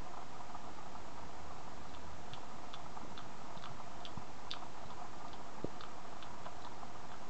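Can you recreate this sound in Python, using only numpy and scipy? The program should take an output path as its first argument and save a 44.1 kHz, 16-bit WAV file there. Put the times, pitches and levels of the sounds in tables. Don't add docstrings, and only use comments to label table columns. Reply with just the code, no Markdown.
import sys
import numpy as np
from scipy import signal
from scipy.fft import rfft, irfft
from scipy.io import wavfile
from scipy.ndimage import uniform_filter1d

SR = 44100
rng = np.random.default_rng(int(sys.argv[2]) if len(sys.argv) > 2 else 0)


def file_out(sig):
    cols = np.atleast_2d(sig).T
    lim = np.clip(cols, -1, 1)
    pcm = np.round(lim * 32767).astype(np.int16)
    wavfile.write(sys.argv[1], SR, pcm)


N = 321489
TIME = np.arange(N) / SR

# (frequency [Hz], relative level [dB])
HISS_SPECTRUM = [(20, -10.5), (35, -5.5), (100, -0.5), (220, 0.5), (400, -3), (580, -4.5), (1000, -7.5),
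                 (1400, -9.5), (2000, -13.5), (3000, -17), (5000, -19.5), (7300, -21), (8000, -26.5),
                 (8700, -42)]
# (frequency [Hz], level [dB])
HUM_TONES = [(49.5, -66.5), (6666, -82), (7500, -89), (7530, -86.5)]
# (time [s], relative level [dB])
DRONE_RIDE = [(0.0, -74), (1.5, -54), (1.64, -63), (2.07, -51.5), (2.52, -67), (2.82, -57.5), (3.5, -74.5),
              (4.3, -66), (7.29, -72)]
# (time [s], level [dB])
FLUTTER_RIDE = [(0, -48.5), (1.0, -50.5), (1.8, -55.5), (2.5, -53.5), (2.9, -50.5), (4.2, -51.5),
                (4.9, -49), (5.5, -53.5), (7.29, -49.5)]
# (time [s], level [dB])
STRONG_FLUTTERS = [(0.172, -47.5), (0.407, -46), (0.554, -47), (1.178, -47), (1.513, -46.5), (2.972, -47),
                   (3.504, -49.5), (3.807, -48.5), (4.628, -46), (4.985, -51), (5.019, -46), (5.254, -44.5),
                   (6.466, -45), (6.826, -49)]
# (frequency [Hz], width [Hz], relative level [dB])
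WHIRR_MODES = [(710.3, 86, 1), (824, 220, -3), (971, 148, -2), (1199, 122, -4), (1326, 110, -9.5)]
# (snap time [s], snap tick [dB], mouth pitch [ratio],
# snap smack [dB], slip lead [s], slip tick [dB], parting delay [s], parting tick [dB], parting smack [dB])
SUCK_CUES = [(1.938, -50, 1.03, -47, .045, -50, 0.01, -41.5, -48),
             (2.3346, -34, .98, -45, 0.028, -55, 0.0073, -43, -51),
             (2.739, -34.5, 1.01, -38, 0.0058, -45, 0.0062, -47, -45),
             (3.177, -37, 1.03, -39, 0.0049, -50, 0.014, -46, -37),
             (3.5744, -45, 1.12, -54, .008, -51, .005, -59, -54),
             (3.639, -39.5, .98, -36.5, 0.015, -44, .018, -38.5, -40),
             (4.0517, -33, 1.02, -52, 0.047, -49, 0.01, -38, -47),
             (4.5136, -25.5, 1.03, -50, .0072, -39.5, .023, -34.5, -34.5),
             (4.9045, -47.5, 1.05, -49, 0.045, -50, .01, -55, -53.5),
             (5.3309, -42, 1.0, -49, .048, -47, 0.0039, -50, -57),
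             (5.8087, -38.5, 1.04, -39, .004, -52, .028, -41.5, -37),
             (6.226, -39, .97, -39.5, 0.009, -54, 0.0053, -43, -54),
             (6.4561, -49.5, .95, -46, .012, -55, 0.0086, -48, -41),
             (6.6479, -42, 1.08, -49, .026, -48, .008, -57, -54),
             (7.117, -49, .97, -40.5, 0.014, -54, 0.025, -56, -41)]
# (frequency [Hz], relative level [dB], ring time to -60 dB [s])
MOUTH_MODES = [(1700, -14.5, .004), (2694, -8, 0.0065), (3415, -0.5, 0.0089), (4105, -1.5, 0.0036),
               (4610, -9, 0.0078), (6030, -17.5, 0.0084)]
# (time [s], peak level [dB], low edge [Hz], high edge [Hz])
BUMP_CUES = [(2.32, -48.5, 110, 168), (3.030, -43, 221, 327), (3.046, -42, 380, 580),
             (3.562, -46.5, 146, 187), (3.694, -46, 117, 155), (4.1714, -35, 78, 271),
             (4.849, -50, 111, 168), (5.6433, -25, 126, 560)]


def from_db(db):
    return 10 ** (np.asarray(db) / 20)


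def unit_rms(x):
    return x / np.sqrt(np.mean(x ** 2) + 1e-20)


def unit_peak(x):
    return x / np.max(np.abs(x))


def add(out, start_s, sound):
    start = int(start_s * SR)
    out[start:start + len(sound)] += sound[:N - start]


def resonate(x, hz, width):
    r = np.exp(-np.pi * width / SR)
    feedback = [1, -2 * r * np.cos(2 * np.pi * hz / SR), r * r]
    return signal.lfilter(np.array([1, 0, -1]) * (1 - r * r) / 2, feedback, x)


def noise(gain_at):
    hz = np.maximum(np.fft.rfftfreq(N, 1 / SR), 1)
    return unit_rms(irfft(rfft(rng.standard_normal(N)) * gain_at(hz), N))


def drift(rate_hz):
    return noise(lambda hz: 1 / (1 + (hz / rate_hz) ** 2))


def hiss(level_db=-54):
    points_hz, db = np.transpose(HISS_SPECTRUM)
    return from_db(level_db) * noise(lambda hz: from_db(np.interp(np.log(hz), np.log(points_hz), db)))


def hum():
    return sum(from_db(db) * np.sin(2 * np.pi * (hz * TIME + rng.random())) for hz, db in HUM_TONES)


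def drone(pitch_hz=75.6, waver_hz=0.96, trim_db=-2):
    hz = pitch_hz + waver_hz * drift(rate_hz=1.8)
    gain = from_db(np.interp(TIME, *np.transpose(DRONE_RIDE)) + trim_db)
    return gain * np.sin(2 * np.pi * np.cumsum(hz) / SR)


def weak_flutters(gap_s=.075, jitter_share=0.27, spread_db=1.5):
    late, strength = rng.standard_normal((int(N / SR / gap_s), 2)).T
    times = (np.arange(len(late)) + .5 + jitter_share * late) * gap_s
    levels = np.interp(times, *np.transpose(FLUTTER_RIDE)) + spread_db * strength
    return list(zip(times, levels))


def whirr(base_db=-57, flicker_db=2.5, rise_s=0.0039, fall_s=0.0096, grains_per_s=900):
    power = from_db(base_db + flicker_db * drift(rate_hz=45)) ** 2
    for s, db in STRONG_FLUTTERS + weak_flutters():
        width_s = np.where(TIME < s, rise_s, fall_s)
        power += from_db(db) ** 2 * np.exp(-np.minimum(((TIME - s) / width_s) ** 2, 20))
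    grains = rng.standard_normal((len(WHIRR_MODES), N)) * (rng.random(N) < grains_per_s / SR)
    ring = sum(from_db(db) * resonate(resonate(strikes, hz, width), hz, width)
               for strikes, (hz, width, db) in zip(grains, WHIRR_MODES))
    ring_power = uniform_filter1d(ring ** 2, size=SR // 40) + 1e-12
    return ring * np.sqrt(power / ring_power)


def sucks(smack_hz=1327, smack_spread=0.06, trail_gap_s=.0031, trail_db=-46.5, trail_follow=0.41):
    tick_cues, smack_cues = [], []
    usual_db = np.mean([cue[1] for cue in SUCK_CUES])
    for s, snap_db, pitch, smack_db, lead_s, slip_db, part_s, part_db, part_smack_db in SUCK_CUES:
        tick_cues += [(s - lead_s, slip_db, pitch * 1.08),
                      (s, snap_db, pitch),
                      (s + part_s, part_db, pitch * 0.902)]
        delays = np.cumsum(trail_gap_s * rng.uniform(.8, 1.2, 2))
        first_db = trail_db + trail_follow * (snap_db - usual_db)
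        tick_cues += [(s + delay, first_db - 4 * k, pitch) for k, delay in enumerate(delays)]
        hz = smack_hz * (1 + smack_spread * rng.standard_normal())
        smack_cues += [(s, smack_db, hz), (s + part_s, part_smack_db, hz * 0.988)]
    return tick_cues, smack_cues


def wet_ticks(cues, spread_db=2, detune=.02, fizz_db=-15, fizz_t60=0.0087, fizz_density=0.073):
    out, t = np.zeros(N), TIME[:SR // 40]
    hz, mode_db, t60 = np.array(MOUTH_MODES).T[:, :, None]
    polarity = (-1) ** np.arange(len(MOUTH_MODES))[:, None]
    for s, db, pitch in cues:
        strength, shift = rng.standard_normal((2, len(MOUTH_MODES), 1))
        decay = from_db(mode_db + spread_db * strength - 60 * t / t60)
        modes = polarity * decay * np.sin(2 * np.pi * hz * pitch * (1 + detune * shift) * t)
        fizz = rng.standard_normal(len(t)) * (rng.random(len(t)) < fizz_density)
        burst = signal.unit_impulse(len(t)) + fizz * from_db(fizz_db - 60 * t / fizz_t60)
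        add(out, s, from_db(db) * unit_peak(signal.fftconvolve(burst, modes.sum(0))))
    return out


def smacks(cues, attack_s=0.00071):
    out, t = np.zeros(N), TIME[:SR // 30]
    envelope = unit_peak(t * np.exp(-t / attack_s))
    for s, db, hz in cues:
        add(out, s, from_db(db) * envelope * np.sin(2 * np.pi * hz * t))
    return out


def room(send, early_db=-5, early_t60=0.08, tail_db=-12, tail_t60=0.31, echoes_per_s=2200):
    t = TIME[:SR // 3]
    arrivals = (t > .0015) & (rng.random(len(t)) < echoes_per_s / SR)
    early = rng.choice([-1, 1], len(t)) * arrivals * from_db(-60 * t / early_t60)
    tail = rng.standard_normal(len(t)) * (t > .01) * from_db(-60 * t / tail_t60)
    early *= from_db(early_db) / np.linalg.norm(early)
    tail *= from_db(tail_db) / np.linalg.norm(tail)
    return signal.fftconvolve(send, early + tail)[:N]


def bumps():
    out, nudge = np.zeros(N), signal.unit_impulse(SR // 8)
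    for s, db, low_hz, high_hz in BUMP_CUES:
        band = signal.butter(1, [low_hz, high_hz], "band", fs=SR, output="sos")
        muffle = signal.butter(10, high_hz, fs=SR, output="sos")
        thud = signal.sosfilt(muffle, signal.sosfilt(band, nudge))
        add(out, s, -from_db(db) * unit_peak(thud))
    return out


def scene(tick_trim_db=1, smack_trim_db=-0.5, bump_send_db=-8):
    tick_cues, smack_cues = sucks()
    mouth = from_db(tick_trim_db) * wet_ticks(tick_cues) + from_db(smack_trim_db) * smacks(smack_cues)
    thuds = bumps()
    reverb = room(mouth + from_db(bump_send_db) * thuds)
    room_tone = whirr() + hiss() + hum() + drone()
    return (room_tone + mouth + thuds + reverb)[None]


def record(dry, cutoff_hz=8700, dc_offset=.0176):
    high_cut = signal.ellip(10, .1, 70, cutoff_hz, fs=SR, output="sos")
    return dc_offset + signal.sosfilt(high_cut, dry)


dry = scene()
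out = record(dry)
file_out(out)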